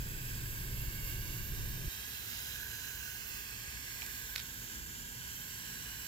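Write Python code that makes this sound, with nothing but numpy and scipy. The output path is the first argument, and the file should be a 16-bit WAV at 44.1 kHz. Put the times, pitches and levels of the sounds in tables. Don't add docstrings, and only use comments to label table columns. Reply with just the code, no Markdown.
import sys
import numpy as np
from scipy import signal
from scipy.fft import rfft, irfft, next_fast_len
from scipy.io import wavfile
from scipy.ndimage import uniform_filter1d, map_coordinates

SR = 44100
rng = np.random.default_rng(int(sys.argv[2]) if len(sys.argv) > 2 else 0)


def dump_mix(stems):
    frames = np.atleast_2d(stems).T
    limited = np.clip(frames, -1, 1)
    pcm = np.round(limited * 32767).astype(np.int16)
    wavfile.write(sys.argv[1], SR, pcm)


N = 267687
TIME = np.arange(N) / SR


def amp(db):
    return 10 ** (np.asarray(db) / 20)


def unit(x):
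    return x / np.sqrt(np.mean(x ** 2) + 1e-20)


def along(points, hz):
    f, v = np.transpose(points)
    return np.interp(np.log(hz + 1), np.log(f + 1), v)


def curves(rows):
    s, *cols = np.transpose(rows)
    return [np.interp(TIME, s, c) for c in cols]


def swells(rows):
    return sum(db * np.exp(-((TIME - s) / half) ** 2) for s, db, half in rows)


def wobble(rate):
    knots = rng.standard_normal(int(N * rate / SR) + 4)
    return map_coordinates(knots, [TIME * rate])


def filtered(x, response):
    m = next_fast_len(x.shape[-1] + 8192)
    hz = np.fft.rfftfreq(m, 1 / SR)
    return irfft(rfft(x, m) * response(hz), m)[..., :x.shape[-1]]


def delayed(x, ms):
    return map_coordinates(x, [(TIME - ms / 1000) * SR], order=5, mode="mirror")


def panned(pan_db):
    g = amp(np.array([pan_db, -pan_db]) / 2)
    return g / np.sqrt(np.mean(g ** 2, axis=0))


def low_noise(spectrum):
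    # (frequency [Hz], correlation [-1 to 1])
    likeness = [(30, 0.54), (140, 0.92), (300, 0.69), (700, 0.38)]

    def response(hz):
        turn = np.arccos(np.clip(along(likeness, hz), -1, 1)) / 2
        return amp(along(spectrum, hz)) * [np.cos(turn), np.sin(turn)]

    mid, side = filtered(rng.standard_normal((2, N)), response)
    return unit(np.array([mid + side, mid - side]))


def causal(x, gain, size=4096):
    cepstrum = irfft(np.log(gain(np.fft.rfftfreq(size, 1 / SR)) + 1e-6))
    cepstrum[1:size // 2] *= 2
    cepstrum[size // 2 + 1:] = 0
    return irfft(rfft(x, size) * np.exp(rfft(cepstrum)))


def at_ports(x, place, lead=1):
    lead_ms, lead_ms_per_m = 0.17, 0.18
    return np.array([x, delayed(x, lead * (lead_ms + lead_ms_per_m * place))])


def echoed(pair, place, left, right):
    # (lag at the turning point [ms], growth of the lag [ms per m])
    echo_lags = [(1.25, 1.95), (1.184, 1.403)]
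    sides = []
    for side, share, (ms, ms_per_m) in zip(pair, (left, right), echo_lags):
        sides.append(side + share * delayed(side, ms + ms_per_m * place))
    return unit(np.array(sides))


def traffic():
    # (frequency [Hz], relative level [dB])
    road_colour = [(20, -30), (42, -2.5), (62, 1), (88, -7), (120, -3.5), (155, -13), (250, -15),
                   (330, -20), (430, -18.5), (600, -30), (900, -24), (2000, -70)]
    # (frequency [Hz], middle peak level [dB], start [s], end [s])
    far_engines = [(167.1, -62, 4.2, 6.1), (231.7, -63.5, 4.3, 6.1), (322, -64, 4.5, 5.05)]
    engines = 0
    for hz, db, start, end in far_engines:
        level = amp(db + 1.15 * wobble(2.28))
        tone = np.sin(2 * np.pi * hz * TIME + 0.5 * wobble(5))
        fade = np.clip(np.minimum(TIME - start, end - TIME) / 0.18, 0, 1)
        engines = engines + level * tone * fade
    murmur = low_noise(road_colour) * amp(-53 + 0.061 * wobble(1.9))
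    return murmur + engines


def idling(stop=1.884, fade=0.004):
    # (multiple of the cycle rate, middle rms level [dB])
    orders = [(4, -50), (6, -51.5), (7, -58), (9, -55), (12, -57), (18, -50.5), (21, -59), (22, -54),
              (24, -57.5)]
    # (frequency [Hz], relative level [dB])
    rumble_colour = [(18, -35), (36, 2), (55, 3), (80, -8.5), (105, -2.5), (135, 0), (170, -8),
                     (260, -16.5), (330, -14), (420, -19), (520, -23.5), (700, -31), (1500, -100)]
    # (time [s], lift [dB], half length [s])
    labour = [(1.7, 3, .3)]
    cycle_hz, deep_hz, lump_db = 5.65, 70, 3
    turns = cycle_hz * TIME + 0.0014 * wobble(4.06)
    tones = 0
    for k, db in orders:
        level = amp(db + 0.87 * wobble(6.5))
        tones = tones + level * np.sin(2 * np.pi * (round(k) * turns + rng.random()))
    puffs = 1 + 0.09 * np.cos(2 * np.pi * 3 * turns)
    noise = low_noise(rumble_colour)
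    deep = filtered(noise, lambda hz: 1 / (1 + (hz / deep_hz) ** 4))
    surging = deep * amp(lump_db * wobble(13.7) + swells(labour))
    rumble = unit(noise - deep + surging) * puffs * amp(-45 + wobble(9.24))
    running = np.clip((stop - TIME) / fade + .5, 0, 1)
    return (np.sqrt(2) * tones + rumble) * running


def grit():
    # (time [s], peak before panning [dB], brightness [dB], knock [dB], snap [times the crumbling])
    cracks = [(4.0125, -35, -2, -12, 2), (4.0202, -28, -8, -3, 3), (4.0285, -33, -3, -4, 1),
              (4.0635, -30, 7, -8, 2), (4.3555, -31, -14, -30, 1), (4.3605, -17.3, -26, -40, 22),
              (4.3621, -27.5, -8, -30, 5), (4.3775, -32, -16, -30, 3), (4.3807, -27, -18, -30, 2),
              (4.3942, -28, -14, -30, 7), (4.4004, -27.5, -20, -26, 7), (4.410, -33, -16, -30, 4)]
    # (frequency [Hz], relative level [dB])
    crunch = [(200, -3), (1000, -19), (1450, 1), (2300, 8), (3200, 2.5), (3800, 10), (5400, 3), (6500, -16),
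              (15000, -47)]
    splinter = [(2000, 0), (5000, 7), (7500, 17.5), (9000, -3), (12000, 18.5), (15500, -46)]
    paving = [(200, -15), (500, -2), (720, 22), (800, 7), (900, 25), (1030, 6), (1200, 18), (1600, -15),
              (2400, 27), (2900, 13), (3600, 2), (5000, -18)]
    crack_s = 0.016
    scuff_s, scuff_half_s, scuff_db = 4.387, 0.03, -48.5
    grains = rng.standard_normal((2, N)) * (rng.random((2, N)) < 4000 / SR)
    scuff = unit(filtered(grains, lambda hz: amp(along(crunch, hz)))) * amp(scuff_db)
    out = scuff * np.exp(-((TIME - scuff_s) / scuff_half_s) ** 2)
    t = np.arange(SR // 10) / SR
    for s, db, bright_db, knock_db, snap in cracks:
        burst = rng.standard_normal((2, len(t))) * amp(-60 * t / crack_s)
        burst[:, 0] = snap

        def colour(hz):
            bright = amp(bright_db + along(splinter, hz))
            knock = amp(knock_db + along(paving, hz))
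            return amp(along(crunch, hz)) + bright + knock

        crack = causal(burst, colour)
        start = round(s * SR)
        out[:, start:start + crack.shape[1]] += amp(db) * crack / np.abs(crack).max(axis=1, keepdims=True)
    return panned(-6)[:, None] * out


def nozzle_head(place):
    # (frequency [Hz], width of one of three passes [Hz], gain [dB], share of the swells)
    cavity = [(990, 280, -17, .5), (1518, 136, -5.5, 2.5), (1646, 170, 1, 0.59)]
    # (time [s], lift [dB], half length [s])
    ring_swells = [(0.8, -0.5, 0.24), (2.6, 3, 0.055), (2.95, 2.5, 0.23), (4.18, 1.2, 0.16)]
    ring_db, pan_db, pan_per_db = -54, 1.5, -3.5
    pair = at_ports(rng.standard_normal(N), place, lead=0.73)
    pair = pair + .35 * rng.standard_normal((2, N))
    lift_db = swells(ring_swells)

    def mode(centre, width):
        def resonance(hz):
            one_pass = hz * width / (centre * centre - hz * hz + 1j * hz * width)
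            return np.abs(one_pass) ** 3
        return filtered(pair, resonance)

    ring = sum(mode(hz, width) * amp(db + share * lift_db) for hz, width, db, share in cavity)
    ring = echoed(ring, place, left=0.1, right=0.28)
    return ring * panned(pan_db + pan_per_db * lift_db) * amp(ring_db)


def jets(place, direct, drops):
    droplets = unit(rng.standard_normal((2, N)) * (rng.random((2, N)) < 900 / SR))
    shared = direct * at_ports(rng.standard_normal(N), place)
    pair = shared + rng.standard_normal((2, N)) + drops * droplets
    return echoed(pair, place, left=.24, right=.13)


def patchy(x, depth_db, size):
    # (time [s], frequency [Hz], depth [dB])
    hollow = [(4.3, 5900, -6.5), (4.65, 6200, -8), (5.5, 6240, -6), (6.07, 6300, -8)]
    # (start [s], end [s], start frequency [Hz], end frequency [Hz], lift [dB], half width [Hz])
    glides = [(-.3, 1.05, 5920, 6020, -10, 170), (-.3, .9, 6920, 6800, -10, 150),
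              (-.3, 1.3, 4000, 3800, -2.5, 400), (0, 1.35, 2680, 2850, 3, 190),
              (.8, 2.25, 2220, 2560, 6, 160), (1.1, 2.3, 3170, 3620, -6, 140),
              (1.8, 2.6, 3150, 3500, 3.5, 130), (2.75, 4, 3560, 3880, -9, 210),
              (2.8, 4.3, 2950, 1800, 4, 190), (2.35, 3.3, 4550, 4850, -6, 170),
              (3.3, 4.4, 6400, 6200, -5, 200), (4.6, 5.5, 4050, 3900, -3.5, 250),
              (5.05, 6.3, 3170, 3000, 5, 200)]
    # (time [s], frequency [Hz], lift [dB], half length [s], half width [Hz])
    tints = [(0.332, 7940, 6.5, 0.38, 220), (1.744, 7550, -4, 0.88, 380), (2.31, 6150, 1.5, 0.69, 220),
             (2.402, 5000, 5.5, 0.14, 300), (2.453, 3900, 5, 0.63, 281), (3.2, 15300, 6, 0.49, 450),
             (4.947, 7300, 5.5, 0.3, 260)]
    hollow_width_hz, glide_fade_s = 480, 0.41
    hz, t, z = signal.stft(x, SR, nperseg=1024)
    field = rng.standard_normal(z.shape)
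    for _ in range(2):
        field = uniform_filter1d(field, size=4, axis=1)
        field = uniform_filter1d(field, size=size, axis=2)

    def band(centre, width):
        return np.exp(-((hz[:, None] - centre) / width) ** 2)

    times, dip_hz, dip_db = np.transpose(hollow)
    left_db = np.interp(t, times, dip_db) * band(np.interp(t, times, dip_hz), hollow_width_hz)
    right_db = 0
    for start, end, f0, f1, db, width in glides:
        gate = np.clip(np.minimum(t - start, end - t) / glide_fade_s + .5, 0, 1)
        right_db = right_db + db * gate * band(np.interp(t, [start, end], [f0, f1]), width)
    for s, f, db, half, width in tints:
        right_db = right_db + db * band(f, width) * np.exp(-((t - s) / half) ** 2)
    gain = amp(depth_db * unit(field) + np.array([left_db, right_db]))
    return signal.istft(z * gain, nperseg=1024)[1][:, :N]


def mist(place):
    # (frequency [Hz], relative level [dB])
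    left_colour = [(200, -17), (700, -16), (1000, -13.5), (1300, -8), (2000, -1.5), (2500, -11.5),
                   (3000, -6), (4400, -8.5), (4800, -11), (5400, -4), (5900, -0.5), (7300, -5.5),
                   (8800, -11), (9600, -3), (10900, -1), (11600, -0.5), (12900, 20), (14300, -3),
                   (15600, 0.5)]
    right_colour = [(200, -40), (750, -13), (1000, -5), (1350, -9), (1950, 2.3), (2300, 1), (3000, 2.5),
                    (3500, 0), (5000, -0.16), (7500, 2.5), (8200, -2), (8850, -7.5), (9900, -21),
                    (10900, -4), (11700, 9), (12500, 9), (13200, 1), (14700, 10.5), (15700, -2)]
    # (time [s], lift [dB], half length [s])
    surges = [(1.1, 2.5, 0.061), (2.36, 1.2, 0.15), (5.63, 1.1, 0.087)]
    # (time [s], level [dB])
    treble = [(0.0, -53), (0.64, -52), (2.6, -51), (3.31, -52), (3.72, -56), (4.06, -51.5), (4.38, -53.5),
              (5.02, -55.5), (5.43, -51.5), (5.6, -54.5), (6.07, -52)]
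    hiss_db, hiss_db_per_m = -46, -3
    right_lift_db, left_db, left_follows = 7.5, -52.5, 0.19
    rush = jets(place, direct=1.25, drops=.3)
    rush = patchy(rush, depth_db=1.7, size=60)
    rush = filtered(rush, lambda hz: amp([along(left_colour, hz), along(right_colour, hz)]))
    high = filtered(rush, lambda hz: np.clip((hz - 10000) / 1500, 0, 1))
    surge_db = swells(surges)
    hiss = unit(rush - high) * amp(hiss_db + hiss_db_per_m * place + surge_db + 0.61 * wobble(14))
    top_db, = curves(treble)
    side_db = np.array([left_db + left_follows * (top_db - top_db.mean()), right_lift_db + top_db])
    sizzle = np.array([unit(side) for side in high])
    sizzle = sizzle * amp(side_db + 0.87 * surge_db + 0.65 * wobble(21.1))
    return hiss + sizzle


def scene():
    # (time [s], distance of the nozzle left of its turning point [m])
    swing = [(0, 0.57), (1, 0.48), (2, 0.28), (2.65, 0.015), (3.05, 0.073), (3.5, 0.26), (4.2, 0.38),
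             (4.8, 0.6), (5.1, 0.67), (5.55, 0.44), (6.07, 0.38)]
    place, = curves(swing)
    return traffic() + idling() + grit() + nozzle_head(place) + mist(place)


def record(dry):
    top_hz = 15830
    return filtered(dry, lambda hz: hz < top_hz)


dry = scene()
out = record(dry)
dump_mix(out)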